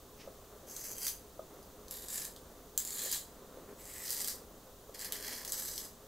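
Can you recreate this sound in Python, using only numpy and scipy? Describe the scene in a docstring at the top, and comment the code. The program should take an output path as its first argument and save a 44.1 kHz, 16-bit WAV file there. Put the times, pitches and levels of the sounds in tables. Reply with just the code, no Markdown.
"""A pencil sharpener: a wooden pencil is twisted five times in a small plastic case, in a quiet room.
The blade lifts the shaving in a stream of tiny fractures, a noise of grains that rings in pencil, blade
and case; bigger splinters snap as decaying bursts. The fingers rub (slow filtered grains) and bump
(damped low modes), and cloth brushes the desk once (filtered noise). Reflections and a short diffuse
tail give the room; coloured noise gives its still air."""
import sys
import numpy as np
from scipy import signal
from scipy.fft import rfft, irfft, next_fast_len
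from scipy.io import wavfile

SR = 44100
rng = np.random.default_rng(int(sys.argv[2]) if len(sys.argv) > 2 else 0)


def bounce(signal):
    """Save signal as a 16-bit WAV file at the path given by the first command-line argument."""
    frames = np.transpose(np.atleast_2d(signal))
    limited = np.clip(frames, -1, 1)
    pcm = np.round(limited * 32767).astype(np.int16)
    wavfile.write(sys.argv[1], SR, pcm)


N = 267687
TIME = np.arange(N) / SR  # s

# resonances of pencil and blade while each twist skims the wood:
# (centre [Hz], width [Hz], level [dB])
SKIM_1 = [(3700, 440, -21), (4740, 390, 7), (5600, 400, 3), (6180, 950, 14.5), (7340, 700, 4),
          (9200, 1500, -2), (13200, 700, 2)]
SKIM_2 = [(1830, 300, 3), (3650, 480, 10), (4530, 500, 6), (5660, 660, 2), (7200, 1100, 6),
          (11700, 1900, 7)]
SKIM_3 = [(2900, 800, -2), (4440, 290, 5.5), (5700, 1400, -13), (6760, 400, 9), (7300, 1200, 4),
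          (11300, 670, -3), (13200, 900, 0)]
SKIM_4 = [(1600, 230, -7), (2040, 1300, 9), (3820, 560, -1), (5250, 600, 2), (6070, 400, 0), (7870, 550, 7),
          (13150, 500, 4)]
SKIM_5 = [(1820, 770, 7.5), (2630, 220, 0), (3250, 200, 6.5), (3750, 190, -17), (4570, 1500, 4),
          (5940, 440, 0), (7860, 500, -4), (13300, 600, 3)]
# resonances of pencil and blade once the blade bites deep:
# (centre [Hz], width [Hz], level [dB])
BITE_1 = [(1750, 340, -7), (3200, 140, 10.5), (3650, 540, -14), (4770, 280, 11), (5500, 270, 2),
          (6220, 440, 12), (11600, 900, -3)]
BITE_2 = [(1760, 200, 5.5), (3700, 500, 2), (5100, 600, 3), (6000, 400, 1), (7450, 1500, 6),
          (10300, 600, 5), (12300, 600, 3)]
BITE_3 = [(1760, 240, 4.5), (3230, 350, 6), (4100, 450, 4), (5700, 420, -9), (7000, 770, 5.5),
          (8040, 500, 3.5), (10400, 450, 1)]
BITE_4 = [(1820, 300, 3), (3680, 400, 0), (4670, 960, 7), (5800, 840, 7), (8750, 600, 5.5), (11400, 700, 2),
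          (14400, 970, 5)]
BITE_5 = [(2490, 380, -10), (3470, 600, -2.5), (4920, 550, 3), (6100, 280, 7.5), (7750, 400, 6.5),
          (11500, 700, 4.5), (13400, 860, 5)]
# each twist: (skimming resonances, biting resonances)
GRIPS = [(SKIM_1, BITE_1), (SKIM_2, BITE_2), (SKIM_3, BITE_3), (SKIM_4, BITE_4), (SKIM_5, BITE_5)]
# a twist skims, bites deeper, then stops; skim and bite levels are those of the rasp as each stage begins:
# (start [s], bite [s], stop [s], skim level [dB], skim swell [dB/s], bite level [dB], bite swell [dB/s],
#  then relative to the rasp: pencil body [dB], hollow case [dB], fine hiss [dB])
TWISTS = [(0.664, 0.935, 1.083, -57.5, 32, -54, 92, 1.5, -10.5, 1.5),
          (1.898, 2.099, 2.255, -54, -19, -44, -30, -3, -8.5, 2),
          (2.774, 2.985, 3.16, -51, 19, -46, 16, -2.5, -9.5, 0.5),
          (3.77, 4.052, 4.31, -62, 45.5, -46.5, 3, -2.5, -7.5, 1),
          (4.935, 5.49, 5.854, -52, 5, -46, -26.5, 2, -3, 2.5)]
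# the biggest splinters snapping under the blade:
# (time [s], relative level [dB], ring [Hz], extra ring of the hollow case [dB])
SNAPS = [(0.765, -28, 6250, -7), (0.8397, -34, 6000, 6), (1.0675, -17.5, 5750, 3),
         (1.0804, -22.5, 5860, 1.5), (1.628, -45, 5070, 1.5), (1.8825, -37.5, 6200, 7),
         (1.91, -26, 11300, 6), (2.0844, -27.5, 7900, 3), (2.129, -30, 7340, 1.5), (2.363, -37.5, 8460, 10),
         (2.7767, -13, 7500, -3.5), (2.8013, -24.5, 7370, 5), (2.8502, -25.5, 7400, 0),
         (2.875, -27, 7700, 5), (2.9057, -27, 7440, 0), (3.018, -26, 8350, 1.5), (3.115, -21, 7900, -2),
         (3.1263, -20.5, 7000, 0), (3.8541, -37, 7800, 1.5), (4.0786, -30, 5100, 1.5),
         (4.105, -18, 5300, -5), (4.2457, -23.5, 6000, 9), (4.2756, -22, 9150, 1.5),
         (4.9467, -48, 8200, 1.5), (4.993, -31, 7950, 12), (5.0127, -29, 7760, 7), (5.0463, -28, 10400, -3),
         (5.1226, -19.5, 3200, 6), (5.2664, -32, 4500, 1.5), (5.4491, -27, 5840, 1.5),
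         (5.4776, -27.5, 6000, 1.5), (5.5212, -19.5, 7730, -8), (5.7788, -23.5, 5330, 8)]


def sharpening(snap_db=0.5):
    """Superposition: five twists and the snaps, each twist with its own diffuse tail as the hands shift."""
    out = 0
    for row, (skim, bite) in zip(TWISTS, GRIPS):
        scrape = np.zeros(N)
        add(scrape, row[0], twist(row, skim, bite))
        out = out + room(scrape, tail_db=-7.0, side_db=-12.0)
    snaps = np.zeros(N)
    for time_s, level_db, ring_hz, case_db in SNAPS:
        add(snaps, time_s, from_db(level_db + snap_db) * snap(ring_hz, case_db))
    return out + room(snaps, tail_db=-2.0, side_db=-11.5)


# broad colour of breaking wood: (frequency [Hz], level [dB])
WOOD = [(500, -9), (1400, -18), (2000, -11.5), (2600, -15), (3300, -8.5), (4500, -1), (7200, 4), (9600, -1),
        (12000, 4.5), (13400, 4.5), (13900, 5.5), (15500, -3.5)]
# the sharpener's own resonances: (centre [Hz], width [Hz], level [dB])
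SHARPENER = [(1717, 266, 5.5), (4020, 280, 5.5), (4900, 400, 3.5), (6340, 400, 6.5), (7950, 830, 3),
             (10850, 220, 4.5), (13500, 400, -5.5)]
ATTACK_S, RELEASE_DB_PER_S = 0.02, 222
CHIP_DB = -11.5  # relative to the fractures before their judder


def twist(row, skim, bite, judder_db=2.5, wander_db=1.0, turn_s=0.017):
    """Stick-slip cutting: the blade catches on the grain; its fractures ring in case, pencil and blade."""
    start_s, bite_s, stop_s, skim_db, skim_swell, bite_db, bite_swell, body_db, case_db, fine_db = row
    t = start_s + TIME[:SR * 5 // 4]
    cutting = t < stop_s
    turning = np.minimum(t, stop_s)

    # level and resonances shift as the blade digs in
    depth = .5 + .5 * np.tanh((t - bite_s) / turn_s)
    skim_effort_db = skim_db + skim_swell * (turning - start_s)
    bite_effort_db = bite_db + bite_swell * (turning - bite_s)
    effort_db = (1 - depth) * skim_effort_db + depth * bite_effort_db
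    # once the turning stops, the sound dies away smoothly
    effort_db = effort_db - RELEASE_DB_PER_S * (t - turning) + holding_back(t)

    judder = from_db(judder_db * cutting * flutter(len(t), per_s=440))
    fractures = grains(len(t), per_s=6000, spread_db=4.0, smooth_db=-1) * judder
    cut = fractures + from_db(CHIP_DB) * chips(len(t)) * cutting
    skimmed = coloured(cut * (1 - depth), WOOD, SHARPENER + skim)
    bitten = coloured(cut * depth, WOOD, SHARPENER + bite)
    wood = skimmed + bitten

    case = from_db(effort_db + case_db) * band(wood, 786, 3040, cutting)
    body = from_db(effort_db + body_db) * band(wood, 2990, 6410, cutting)
    rasp = from_db(effort_db) * band(wood, 6600, 10000, cutting)
    hiss = from_db(effort_db + fine_db) * band(wood, 9660, 16200, cutting)
    # each fibre excites the parts in a different proportion
    parts = 0
    for part in (case, body, rasp, hiss):
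        parts = parts + part * from_db(wander_db * flutter(len(t), per_s=150))
    return np.minimum((t - start_s) / ATTACK_S, 1) * parts


def grains(count, per_s, spread_db, smooth_db):
    """Impulsive excitation: tiny fractures of uneven size at random moments, over smooth friction."""
    sizes_db = spread_db * np.minimum(rng.exponential(1, count), 4)
    sizes = from_db(sizes_db) * rng.choice([-1, 1], count)
    cracks = rms_one(sizes * (rng.random(count) < per_s / SR))
    return rms_one(cracks + from_db(smooth_db) * rng.standard_normal(count))


CHIPS_PER_S = 65


def chips(count, crack_t60_s=0.021):
    """Random arrivals: small chips flake off, each starting an equal exponential decay filled with noise."""
    born = rng.random(count) < CHIPS_PER_S / SR
    decay = from_db(-60 / (crack_t60_s * SR))  # gain per sample
    envelope = signal.lfilter([1], [1, -decay], born + 1e-18)
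    return rms_one(envelope * rng.standard_normal(count))


# the hand hesitates: (time [s], half length [s], dip [dB])
HESITATIONS = [(0.94, 0.047, -2.5), (4.972, 0.017, -12.5), (5.097, 0.024, -10), (5.199, 0.033, -5.5),
               (5.436, 0.075, -6.5)]
STICK_S, STICK_DB = 0.018, -3.0  # the blade sticks for a moment before each snap


def holding_back(t):
    """Modulation of the cutting in dB: dips where the hand hesitates and just before a splinter gives way."""
    hand = sum(db * np.exp(-((t - s) / half_s) ** 2) for s, half_s, db in HESITATIONS)
    stuck = np.max([(t < s) * np.exp(-((t - s) / STICK_S) ** 2) for s, *_ in SNAPS], axis=0)
    return hand + STICK_DB * stuck


# colour of a snap: (frequency [Hz], level [dB])
CRACK = [(500, -25), (1700, -14), (2600, -20.5), (3200, -4.5), (3900, -6.5), (4700, -1), (5500, -5),
         (7500, 0.5), (9000, -4), (11500, 0), (15500, -2)]
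CASE_RING_HZ, CASE_RING_WIDTH_HZ = 2300, 1800


def snap(ring_hz, case_db, ring_width_hz=800, ring_db=10,
         crack_t60_s=0.0079, crumble_db=-22, crumble_t60_s=0.076, crest_db=9.5):
    """Sudden release: a splinter cracks sharply, then the fibres around it crumble more slowly."""
    t = TIME[:SR // 12]
    crack = rng.choice([-1, 1], len(t)) * from_db(-60 * t / crack_t60_s)
    crumbs = rng.standard_normal(len(t)) * from_db(crumble_db - 60 * t / crumble_t60_s)
    rings = [(ring_hz, ring_width_hz, ring_db), (CASE_RING_HZ, CASE_RING_WIDTH_HZ, case_db)]
    sound = coloured(crack + crumbs, CRACK, SHARPENER + rings)
    attack = sound[:SR // 500]  # the first 2 ms set the level
    return from_db(-crest_db) * sound / attack.std()


# dull bumps of the hands:
# (time [s], relative level [dB], main ring [Hz], hardness [dB per octave])
BUMPS = [(0.275, -35.5, 524, -7), (0.631, -43, 500, -8), (1.393, -31, 615, -3.5), (3.06, -37, 511, -12),
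         (4.894, -38.5, 480, -6)]
# what a bump rings with besides its main ring: (frequency [Hz], level [dB], t60 [s])
BUMP_MODES = [(377, -22.5, 0.23), (558, 7, 0.019), (635, -22, 0.23), (1237, -0.5, 0.025)]


def bumps(bump_db=-1, main_t60_s=0.03, contact_s=0.0033):
    """Modal synthesis: soft knocks ring damped low modes; a harder contact brings out the upper ones."""
    out, t = np.zeros(N), TIME[:SR // 5]
    for time_s, level_db, main_hz, hard_db in BUMPS:
        knock = from_db(-60 * t / main_t60_s) * np.sin(2 * np.pi * main_hz * t)
        for hz, mode_db, t60_s in BUMP_MODES:
            tilt_db = hard_db * np.log2(hz / main_hz)
            knock += from_db(mode_db + tilt_db - 60 * t / t60_s) * np.sin(2 * np.pi * hz * t)
        knock *= 1 - np.exp(-t / contact_s)  # the soft contact builds up
        add(out, time_s, from_db(level_db + bump_db) * knock / np.abs(knock).max())
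    return out


# fingers rubbing on the case: (time [s], relative level [dB])
RUB = [(0.0, -61.5), (0.59, -57.5), (0.96, -58.5), (1.39, -61.5), (1.55, -57), (2.57, -59), (2.82, -62),
       (3.52, -55), (4.26, -58.5), (4.77, -62.5), (5.21, -55.5), (6.07, -59.5)]
# colour of the rubbing: (frequency [Hz], level [dB])
RUB_COLOUR = [(120, -13.5), (170, -13), (220, 0), (330, -5), (450, -3.5), (660, -4.5), (780, -11.5),
              (1150, -8), (1500, -16), (2200, -22.5), (6000, -42)]
# low resonances under the rubbing: (centre [Hz], width [Hz], level [dB])
RUB_RINGS = [(412.5, 22, 9.5), (508, 56, 7.5)]
# colour of the sleeve on the desk: (frequency [Hz], level [dB])
BRUSH_COLOUR = [(800, -22), (1800, -4), (2600, 0.5), (3700, -10), (5300, -2), (8000, -18), (15000, -22)]
BRUSH_S, BRUSH_DB, BRUSH_RISE_DB_PER_S, BRUSH_FALL_DB_PER_S = 0.21, -54, 500, 300


def handling(rub_db=-1.0, uneven_db=1.63):
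    """Dry friction: skin creeps over the case in small slips; a sleeve brushes the desk once."""
    slips = coloured(grains(N, per_s=500, spread_db=2.5, smooth_db=-1), RUB_COLOUR, RUB_RINGS)
    rub_level_db = np.interp(TIME, *np.transpose(RUB)) + rub_db + uneven_db * flutter(N, per_s=21)
    rub = from_db(rub_level_db) * rms_one(slips)
    cloth = coloured(rng.standard_normal(N), BRUSH_COLOUR)
    rise_db, fall_db = BRUSH_RISE_DB_PER_S * (BRUSH_S - TIME), BRUSH_FALL_DB_PER_S * (TIME - BRUSH_S)
    brush = from_db(BRUSH_DB - np.maximum(rise_db, fall_db)) * rms_one(cloth)
    return rub + brush


# reflections from desk and walls: (delay [s], level [dB])
ECHOES = [(.011, -17.5), (0.0248, -42)]
ROOM_T60_S = 0.16


def room(x, tail_db, side_db, build_s=0.0026):
    """Convolution with a room response: clear reflections, then a short diffuse tail that gives the width."""
    t = TIME[:SR // 3]
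    envelope = from_db(-60 * t / ROOM_T60_S) * (1 - np.exp(-t / build_s))
    tails = rms_one(rng.standard_normal((2, len(t))) * envelope)
    mid, side = from_db([[tail_db], [side_db]]) * tails / np.sqrt(len(t))
    mid[0] += 1  # direct sound
    for delay_s, db in ECHOES:
        mid[round(delay_s * SR)] += from_db(db)
    response = np.array([mid + side, mid - side])
    return signal.fftconvolve(x[None], response, axes=1)[:, :N]


# colour of still room and microphone hiss: (frequency [Hz], level [dB])
AIR = [(20, -3.5), (30, -9), (43, -3), (54, -3.5), (72, -3.5), (105, -7.5), (400, -9), (1100, -16.5),
       (2300, -30), (3600, -22.5), (5300, -26), (6400, -21.5), (9800, -27), (15000, -22.5)]
# the room's faint hum: (centre [Hz], width [Hz], level [dB])
AIR_HUM = [(40.4, 10.6, 8), (418, 11.5, 9.5), (503.7, 4.7, 9.5), (702, 13, 4.5)]
# width of the still air: (frequency [Hz], side relative to mid [dB])
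AIR_SIDE = [(25, -44), (70, -16), (400, -24.5), (1200, -9), (4000, -7), (15000, -10)]
AIR_DB = -55.5


def air():
    """Stationary coloured noise: low rumble and hum, nearly alike in both ears, and a wider faint hiss."""
    mid, side = [rms_one(coloured(noise, AIR, AIR_HUM)) for noise in rng.standard_normal((2, N))]
    return from_db(AIR_DB) * (mid + coloured(side, AIR_SIDE) * [[1], [-1]])


def from_db(db):
    """Logarithmic level: decibels to amplitude gain."""
    return 10 ** (np.asarray(db) / 20)


def rms_one(x):
    """Power normalisation: scale to unit mean square."""
    return x / np.sqrt(np.mean(x ** 2) + 1e-20)


def add(track, start_s, sound):
    """Linear superposition: mix a sound into a track."""
    at = round(start_s * SR)
    track[at:at + len(sound)] += sound[:N - at]


def coloured(x, spectrum, resonances=()):
    """Minimum-phase filtering: a causal filter made of a broad spectrum and resonance peaks."""
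    size = 2 * next_fast_len(len(x) // 2 + 1024)
    hz = np.maximum(np.arange(size // 2 + 1) * SR / size, 1)
    points_hz, points_db = np.transpose(spectrum)
    db = np.interp(np.log(hz), np.log(points_hz), points_db)
    for centre, width, peak_db in resonances:
        db = db + peak_db / (1 + (2 * (hz - centre) / width) ** 2)
    # folding the cepstrum onto positive time makes the phase minimal
    cepstrum = irfft(np.log(from_db(db)))[:size // 2]
    cepstrum[1:] *= 2
    return irfft(rfft(x, size) * np.exp(rfft(cepstrum, size)))[:len(x)]


def band(x, low_hz, high_hz, during):
    """Band-pass filtering: one register of a sound, at unit power over the given stretch."""
    y = signal.sosfilt(signal.butter(5, [low_hz, high_hz], "band", fs=SR, output="sos"), x)
    return y / y[during].std()


def flutter(count, per_s):
    """Low-rate random modulation: interpolated random unevenness of spread 1."""
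    knots = np.arange(count) * per_s / SR
    return rms_one(np.interp(knots, np.arange(count), rng.standard_normal(count)))


def scene():
    """Superposition in one small room: sharpener and hands in the middle, over the still air."""
    hands = room(bumps() + handling(), tail_db=-13, side_db=-16)
    return sharpening() + hands + air()


CUTOFF_HZ = 15700


def record(dry):
    """Band limiting: a steep low-pass cuts the top."""
    return signal.sosfilt(signal.ellip(12, .1, 80, CUTOFF_HZ, fs=SR, output="sos"), dry)


dry = scene()
out = record(dry)
bounce(out)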